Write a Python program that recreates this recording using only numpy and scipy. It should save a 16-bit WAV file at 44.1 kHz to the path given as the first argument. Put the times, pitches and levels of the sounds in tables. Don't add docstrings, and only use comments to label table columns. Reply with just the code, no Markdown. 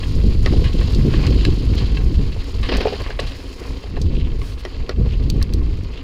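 import sys
import numpy as np
from scipy import signal
from scipy.fft import rfft, irfft
from scipy.io import wavfile
from scipy.ndimage import uniform_filter1d

SR = 44100
rng = np.random.default_rng(int(sys.argv[2]) if len(sys.argv) > 2 else 0)


def unload_wav(signal):
    wavfile.write(
        sys.argv[1],
        SR,
        np.round(np.clip(np.atleast_2d(signal).T, -1, 1) * 32767).astype(np.int16),
    )


N = 265923
T = np.arange(N) / SR

# (time [s], level [dB])
AIRFLOW = [(0, -21.5), (0.1, -12.5), (1.15, -10.5), (1.6, -13.5), (2.2, -13), (2.45, -20.5), (2.9, -22),
           (3.25, -23), (3.55, -30), (3.84, -22.5), (4.06, -14), (4.3, -14.5), (4.66, -27), (4.9, -23.5),
           (5.02, -13.0), (5.4, -16.5), (5.8, -17), (6.03, -27.5)]
# (peak time [s], length [s], rumble level [dB], flutter level [dB])
GUSTS = [(0.273, 0.097, -9, -16.5), (0.58, 0.14, -27, -19.5), (1.026, 0.18, -31, -15),
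         (1.18, 0.046, -13, -15), (1.312, 0.18, -34, -19.5), (1.49, 0.11, -12.5, -16),
         (1.706, 0.12, -12, -27), (2.073, 0.11, -10.5, -28), (2.222, .13, -26, -20.5),
         (2.6, 0.17, -16, -34), (2.771, 0.073, -13.5, -30), (3.242, .08, -21, -30.5),
         (3.712, 0.045, -18, -30), (4.153, 0.14, -19.5, -23), (4.358, 0.036, -34, -23),
         (4.807, 0.073, -16, -39), (5.004, 0.087, -15.5, -19), (5.268, 0.078, -24, -18.5),
         (5.36, 0.14, -12.5, -20), (5.562, .15, -19, -23)]
# (time [s], length [s], drop [dB])
LULLS = [(0.388, 0.056, 1), (0.71, .09, 3.5), (.9, 0.075, 9), (1.581, 0.076, 1.5), (2.47, 0.16, 4),
         (3.832, 0.098, 7.5), (5.1, 0.073, 5), (5.492, 0.041, 2)]
# (frequency [Hz], level [dB])
RUMBLE_TONE = [(8, 1), (18, -6), (28, 2.5), (38, -5.5), (50, 2.5), (70, -6), (100, -8.5), (150, -29),
               (250, -28.5), (500, -93)]
# (frequency [Hz], level [dB])
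FLUTTER_TONE = [(50, -9), (90, 2), (130, 3), (180, -3), (260, -8), (350, -10.5), (470, -17), (600, -30.5),
                (900, -42), (2000, -75)]

# (time [s], level [dB])
ROLLING = [(0, -38.5), (0.38, -39.5), (0.5, -36.5), (0.9, -36.5), (1.25, -33), (1.6, -39), (1.8, -32.5),
           (2.05, -41), (2.5, -41), (2.95, -37), (3.3, -42.5), (3.5, -43), (4.2, -45.5), (4.75, -44.5),
           (5.15, -43.5), (5.75, -45), (6.03, -44.5)]
# (time [s], length [s], drop in their work [dB])
HOPS = [(0.385, 0.085, 3.5), (3.166, 0.12, 5.5), (4.558, 0.036, 9), (4.97, .12, 2.5)]
# (peak time [s], length [s], level [dB])
GRIT_PATCHES = [(0.503, 0.13, -42), (1.116, .08, -39), (1.222, 0.17, -38), (3.063, 0.27, -41.5),
                (3.653, 0.17, -42)]
# (frequency [Hz], level [dB])
GRIT_TONE = [(300, 1), (800, 2.5), (1080, 4.5), (1350, -5), (1650, -3.5), (2050, 3), (2350, 3), (2800, -2),
             (3500, -13), (5000, -42), (6000, -44), (12000, -65)]
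# (frequency [Hz], level [dB])
SPRAY_TONE = [(1300, -11), (2200, -16.5), (2750, 0), (3200, 1.5), (3550, -0.5), (4200, 4.5), (4800, 3),
              (5300, -7.5), (5900, -14), (7000, -13), (12000, -72)]
# (frequency [Hz], level [dB])
DRONE_TONE = [(100, -22), (190, -1), (235, -12), (262, 12), (295, -1), (400, 0.5), (485, 0), (550, -10.5),
              (850, -18.5), (1070, -15), (1300, -26), (2500, -67)]
# (time [s], level [dB], fade time [s])
SKIDS = [(2.685, -22.5, .3), (2.715, -25, 0.5), (2.803, -31.5, 0.39), (2.868, -27, 0.13),
         (2.927, -30.5, 0.16), (3.205, -37, 1.1)]
# (frequency [Hz], level [dB])
GRAVEL_TONE = [(120, -45), (200, 15), (280, 0.5), (480, 8), (750, 4), (1100, -2), (1330, -7.5),
               (1700, -2.5), (2900, -1), (3600, -4.5), (4300, -1), (5000, -3.5), (5700, -16), (9000, -50),
               (15000, -49)]

# (time [s], level [dB])
THUMPS = [(0.535, -12.5), (2.363, -19.5), (2.725, -15.5), (2.782, -11), (2.805, -14), (2.855, -0.5),
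          (2.871, -4), (2.924, -11.5), (2.934, -13.5), (3.094, -20), (3.193, -13), (3.219, -19),
          (3.839, -22), (3.972, -15)]
# (frequency [Hz], level [dB], fade time [s])
FRAME_NOTES = [(402.3, -3.5, 0.08), (479, 6, 0.018), (740, -8.5, 0.026), (850, -14, 0.11),
               (1240, -55, .035)]
# (time [s], level [dB], brightness [Hz], fade time [s])
STONES = [(0.0293, -23.5, 2390, 0.089), (0.6407, -23, 2520, 0.24), (0.8104, -20.5, 1760, 0.096),
          (0.930, -31, 2690, 0.043), (1.1378, -18, 1700, 0.033), (1.267, -22.5, 2500, 0.04),
          (1.409, -22, 3020, 0.025), (1.4502, -10, 4100, 0.016), (1.7773, -25, 4440, 0.12),
          (1.9694, -21.5, 2660, 0.048), (2.629, -21, 2370, 0.15), (2.6523, -24, 2650, 0.13),
          (2.6914, -15.5, 1920, 0.043), (2.7234, -20, 2880, 0.024), (2.805, -21, 1930, 0.045),
          (3.0012, -22.5, 1510, 0.1), (3.06, -24, 1400, 0.051), (3.1042, -18, 1610, 0.033),
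          (3.1905, -12.5, 1910, 0.034), (3.1955, -15.5, 3980, 0.03), (3.268, -27, 4160, 0.14),
          (3.319, -24, 2080, 0.01), (3.9649, -24, 1830, 0.07), (4.416, -23.5, 1990, 0.014),
          (5.4137, -23.5, 2000, 0.055)]
# (frequency [Hz], level [dB])
CLACK_TONE = [(150, -15), (500, 12), (800, -4), (1130, 9), (1370, -10.5), (1650, 5), (2100, 8.5), (2400, 2),
              (2850, 8), (3550, 2.5), (4100, 8.5), (5100, -5.5), (6100, -13.5), (9000, -18.5), (15000, -39)]
# (frequency [Hz], level [dB], fade time [s])
WHEEL_NOTES = [(756, -7.5, 0.37), (1073, -10, .25), (1506, -12, .22), (1620, -3.5, .1), (2240, -2, .08),
               (2720, 7, 0.037)]
# (time [s], level [dB], tilt towards treble [dB per octave])
SLAPS = [(0.4601, -15.5, -0.5), (4.6508, -21.5, -2), (4.8927, -18, -1)]
# (frequency [Hz], level [dB], fade time [s])
TUBE_NOTES = [(407, 0.5, 0.023), (580, 0.5, 0.02), (1185, -4, 0.014), (1360, -12, 0.028),
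              (1830, -5.5, 0.028), (2000, -3.5, .028), (2220, -9, 0.017), (3180, -8.5, 0.011),
              (3760, -8, .012), (3850, -7.5, 0.014), (4270, -9, 0.015), (5040, -6, 0.0088),
              (5490, -6, 0.011), (6400, -19, 0.0078)]
# (time [s], level [dB], fade time [s], top treble boost [dB])
GEAR_CLICKS = [(0.947, -25, 0.026, -17), (1.266, -25.5, 0.044, -7), (1.449, -29, 0.013, -20),
               (2.7695, -25, 0.026, -5), (3.019, -29.5, 0.021, 1), (3.201, -28, 0.024, -16),
               (4.015, -27, 0.04, -12), (5.2998, -17, 0.015, -5), (5.4263, -19, 0.015, -1),
               (5.5362, -23.5, 0.019, -1), (5.8356, -42, .014, -6)]
# (frequency [Hz], level [dB])
GEAR_TONE = [(1000, -33), (2800, -4), (3700, 4), (4560, 10), (5400, 4), (6350, 0), (7100, -5), (7970, -2.5),
             (9400, -7), (12000, -8.5), (14300, -9), (16000, -7)]

# (time [s], level [dB])
COASTING = [(0.0, -60), (1.29, -58), (2.06, -62), (2.6, -60.5), (3.7, -60.5), (4.03, -69.5), (4.4, -66.5),
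            (6.03, -69.5)]
# (frequency [Hz], level [dB])
SIZZLE_TONE = [(2000, -10.5), (3500, -5), (4300, 0.5), (5200, 6), (5900, -3), (6900, 0), (8200, -11),
               (10500, -9.5), (11800, -19), (13500, -10), (15300, -19), (16500, -28)]
# (time [s], rate [clicks per s])
PAWL_RATE = [(0, 42), (.4, 90), (.6, 61), (.95, 66), (1.3, 48), (1.65, 44), (1.95, 39), (2.2, 41),
             (2.35, 40), (2.58, 40), (3.0, 57), (3.35, 76), (3.8, 87)]
# (frequency [Hz], level [dB])
PAWL_TONE = [(2000, -20), (4500, 18.5), (7000, -0.5), (10000, 5), (12000, -11), (14500, -1), (16500, -9)]

# (peak time [s], length [s], level [dB])
SCRAPES = [(0.665, 0.078, -44.5), (1.176, 0.19, -46), (4.197, 0.19, -45), (4.788, 0.038, -50),
           (5.13, 0.077, -43), (5.971, 0.098, -43.5)]
# (frequency [Hz], level [dB])
RASP_TONE = [(1200, -21), (2200, -5.5), (2900, 1.5), (3500, -1), (4500, -9.5), (6000, -21), (12000, -41)]
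# (peak time [s], length [s], level [dB])
SWISHES = [(4.478, 0.26, -45.5), (4.602, .06, -46)]
# (frequency [Hz], level [dB])
HISS_TONE = [(2000, 6), (4500, 9), (7000, -1.5), (10000, -1.5), (12000, -9), (15000, -5), (16000, -15)]
# (frequency [Hz], width [Hz], level [dB])
CASE_NOTES = [(1065, 64, -13), (1454, 420, -2), (2080, 50, -26), (2464, 55, -1.5), (2632, 73, -2),
              (3110, 130, -6.5), (3990, 95, -23)]

CRUNCH_GROWTH, SPRAY_GROWTH, DRONE_GROWTH = 0.59, 1.22, 0.37
FULL_FLOW_DB, FLUTTER_GROWTH = -13, 1.73


def wind():
    flow_db = curve(AIRFLOW) - sum(drop_db * swell(s, length) for s, length, drop_db in LULLS)
    push = amp(flow_db - 1.5 + 1.57 * wander(hz=8.4))
    puffs = amp(-23.5 + FLUTTER_GROWTH * (flow_db - FULL_FLOW_DB) + 0.5 * wander(hz=6.5))
    for s, length, rumble_db, flutter_db in GUSTS:
        push = np.hypot(push, amp(rumble_db) * swell(s, length))
        puffs = np.hypot(puffs, amp(flutter_db) * swell(s, length))
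    rumble = swirls(RUMBLE_TONE, hold_s=0.19)
    flutter = swirls(FLUTTER_TONE, hold_s=0.037) * unit(amp(3.14 * wander(hz=91)))
    return push * rumble + puffs * flutter


def tyres():
    work_db = tyre_work_db() + wander(hz=7.6)
    grit = unit(colour(grains(per_s=3000, spread_db=2.5) * amp(2.8 * wander(hz=74)), GRIT_TONE))
    spray = unit(colour(grains(per_s=5000, spread_db=2.0) * amp(2.3 * wander(hz=69.4)), SPRAY_TONE))
    drone = unit(colour(rng.standard_normal(N), DRONE_TONE)) * amp(3.5 * wander(hz=30))
    patches = sum(amp(db) * swell(s, length) for s, length, db in GRIT_PATCHES)
    grit_gain = np.hypot(amp(-47 + CRUNCH_GROWTH * work_db), patches)
    spray_gain = amp(-43.5 + SPRAY_GROWTH * work_db)
    drone_gain = np.hypot(amp(-38.5 + DRONE_GROWTH * work_db), amp(-1.5) * skid_strength())
    return grit_gain * grit + spray_gain * spray + drone_gain * drone


def tyre_work_db(cruise_db=-38.5):
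    return curve(ROLLING) - cruise_db - hop_db()


def hop_db():
    return sum(drop_db * swell(s, length) for s, length, drop_db in HOPS)


def skids():
    gravel = grains(per_s=4600, spread_db=4.5) * amp(1.2 * wander(hz=120))
    return skid_strength() * unit(colour(gravel, GRAVEL_TONE))


def skid_strength(bite_s=0.005):
    slide = np.zeros(N)
    for s, db, fade_s in SKIDS:
        add(slide, s, np.minimum(T / bite_s, 1) * amp(db - 60 * T / fade_s))
    return slide


def frame():
    out = np.zeros(N)
    for s, db in THUMPS:
        add(out, s, amp(db - 9) * peaked(ring(FRAME_NOTES, detune=0.0092)))
    return out


def stones(wheel_hit_s=1.9725):
    out = np.zeros(N)
    for s, db, brightness_hz, fade_s in STONES:
        tilt_db = 8.1 * np.log2(brightness_hz / 2700)
        clack = colour(burst(fade_s, rise_s=0.00087), CLACK_TONE, tilt_db)
        add(out, s, amp(db - 8) * peaked(clack))
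    add(out, wheel_hit_s, amp(-34) * peaked(ring(WHEEL_NOTES)))
    return out


def chain(bounce_s=0.008):
    out = np.zeros(N)
    for s, db, tilt_db in SLAPS:
        snap = colour(burst(fade_s=0.017, rise_s=0.00057), HISS_TONE)
        clack = colour(burst(fade_s=0.013, rise_s=0.0011), CLACK_TONE, tilt_db=2)
        add(out, s - 0.0007, amp(db - 22) * peaked(snap))
        add(out, s, amp(db - 9) * peaked(clack))
        for bounce in range(3):
            tube = ring(TUBE_NOTES, tilt_db - 2.9 * bounce, detune=0.039)
            rattle = signal.fftconvolve(tube, burst(fade_s=0.011, rise_s=0.00036))[:len(tube)]
            add(out, s + bounce * bounce_s, amp(db - 5 * bounce) * peaked(tube + 0.15 * rattle))
    return out


def gears(settle_s=0.0064):
    out = np.zeros(N)
    for s, db, fade_s, treble_db in GEAR_CLICKS:
        tone = [(hz, level + treble_db * np.clip(np.log2(hz / 7000), 0, 1)) for hz, level in GEAR_TONE]
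        snap = colour(burst(fade_s, rise_s=0.0003), tone)
        tap = colour(burst(fade_s=0.012, rise_s=0.00037), tone)
        add(out, s, amp(db - 3.5) * peaked(snap))
        add(out, s + settle_s, amp(db - 22) * peaked(tap))
    return out


def freewheel(teeth_per_s=270):
    level_db = curve(COASTING) + 9.5 - 1.4 * hop_db()
    teeth_passed = np.cumsum(teeth_per_s * (1 + 0.096 * wander(hz=3))) / SR
    ticks = (0.96 + np.exp(-(teeth_passed % 1) / 0.15)) * rng.standard_normal(N)
    return amp(level_db) * unit(colour(ticks * amp(2.8 * wander(hz=90)), SIZZLE_TONE))


def pawls(end_s=3.9, fade_s=0.018):
    click_count = np.floor(np.cumsum(curve(PAWL_RATE)) / SR)
    starts = np.diff(click_count, prepend=0) * (T < end_s)
    pulses = signal.fftconvolve(starts, amp(-60 * T[:SR // 10] / fade_s))[:N]
    level_db = curve(COASTING) + 1.5 - 0.5 * hop_db()
    return amp(level_db) * unit(colour(pulses * rng.standard_normal(N), PAWL_TONE))


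def scrapes():
    gain = sum(amp(db) * swell(s, length) for s, length, db in SCRAPES)
    dirt = grains(per_s=2500, spread_db=3.5) * amp(4.4 * wander(hz=90))
    return gain * unit(colour(dirt, RASP_TONE))


def pebbles():
    hits = grains(per_s=10, spread_db=0.5)
    clacks = signal.fftconvolve(hits, burst(fade_s=0.018, rise_s=0.0013))[:N]
    return amp(-53 + CRUNCH_GROWTH * tyre_work_db()) * unit(colour(clacks, CLACK_TONE))


def swishes():
    gain = sum(amp(db) * swell(s, length) ** 2 for s, length, db in SWISHES)
    return gain * unit(colour(rng.standard_normal(N), HISS_TONE))


def sand():
    hits = grains(per_s=70, spread_db=2.5)
    patter = signal.fftconvolve(hits, burst(fade_s=0.02, rise_s=0.00084))[:N]
    return amp(curve(COASTING) - 4) * unit(colour(patter, HISS_TONE))


def camera_case(x):
    return x + sum(amp(db) * signal.lfilter(*signal.iirpeak(hz, hz / width, SR), x)
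                   for hz, width, db in CASE_NOTES)


def swirls(tone, hold_s):
    noise = colour(rng.standard_normal(N + SR), tone)[SR:]
    window = signal.windows.hann(int(hold_s * SR) + 3)
    power = np.abs(signal.fftconvolve(noise ** 2, window, "same"))
    return unit(noise / np.sqrt(power + 1e-12))


def grains(per_s, spread_db):
    size = amp(spread_db * np.minimum(rng.exponential(1, N), 4))
    return unit(size * rng.choice([-1, 1], N) * (rng.random(N) < per_s / SR))


def burst(fade_s, rise_s):
    t = T[:SR // 6]
    return rng.choice([-1, 1], len(t)) * (1 - np.exp(-t / rise_s)) * amp(-60 * t / max(fade_s, 0.002))


def ring(notes, tilt_db=0, detune=0):
    t = T[:SR // 3]
    hz, db, fade_s = np.transpose(notes)[:, :, None]
    hz = hz * (1 + detune * rng.standard_normal(hz.shape))
    sign = (-1) ** np.arange(len(hz))[:, None]
    level_db = db + tilt_db * np.log2(hz / 2000) - 60 * t / fade_s
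    waves = sign * amp(level_db) * np.sin(2 * np.pi * hz * t)
    return waves.sum(0) * (1 - np.exp(-t / 0.00019))


def colour(x, tone, tilt_db=0, size=8192):
    octave = np.log2(np.abs(np.fft.fftfreq(size, 1 / SR)) + 1)
    hz, db = np.transpose(tone)
    slope = np.clip(octave - np.log2(2500), -2, 1)
    log_gain = np.log(amp(np.interp(octave, np.log2(hz), db) + tilt_db * slope))
    response = np.exp(np.conj(signal.hilbert(log_gain)))
    taps = np.fft.ifft(response).real[:size // 2]
    return signal.fftconvolve(x, taps)[:len(x)]


def wander(hz):
    f = np.fft.rfftfreq(N, 1 / SR)
    return unit(irfft(rfft(rng.standard_normal(N)) / (1 + (f / hz) ** 2) ** 2, N))


def swell(s, length):
    return np.cos(np.pi * np.clip((T - s) / length, -0.5, 0.5))


def curve(rows):
    return np.interp(T, *np.transpose(rows))


def amp(db):
    return 10 ** (np.asarray(db) / 20)


def unit(x):
    return x / np.sqrt(np.mean(x ** 2) + 1e-20)


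def peaked(x, size=88):
    return x / np.sqrt(uniform_filter1d(x ** 2, size).max())


def add(mix, s, sound):
    part = mix[max(round(s * SR), 0):][:len(sound)]
    part += sound[:len(part)]


def scene():
    bumps = stones() + pebbles() + frame()
    rolling = tyres() + freewheel() + pawls() + sand() + skids() + scrapes() + swishes()
    knocks = bumps + chain()
    ground = burst(fade_s=0.06, rise_s=0.0045)
    wheel = ring(WHEEL_NOTES)
    echo = signal.fftconvolve(knocks, ground / np.linalg.norm(ground))[:N]
    ringing = signal.fftconvolve(bumps + rolling, wheel / np.linalg.norm(wheel))[:N]
    bike = rolling + knocks + gears() + amp(-11) * echo + amp(-27.5) * ringing
    return (wind() + camera_case(bike))[None]


def record(dry):
    low_cut_hz, high_cut_hz, ceiling = 10, 15800, 0.8
    dry = signal.sosfilt(signal.butter(2, low_cut_hz, "high", fs=SR, output="sos"), dry)
    rounded = dry / (1 + (dry / ceiling) ** 6) ** (1 / 6)
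    treble_cut = signal.firwin(255, high_cut_hz, window=("kaiser", 9), fs=SR)
    return signal.oaconvolve(rounded, treble_cut[None], "same")


dry = scene()
out = record(dry)
unload_wav(out)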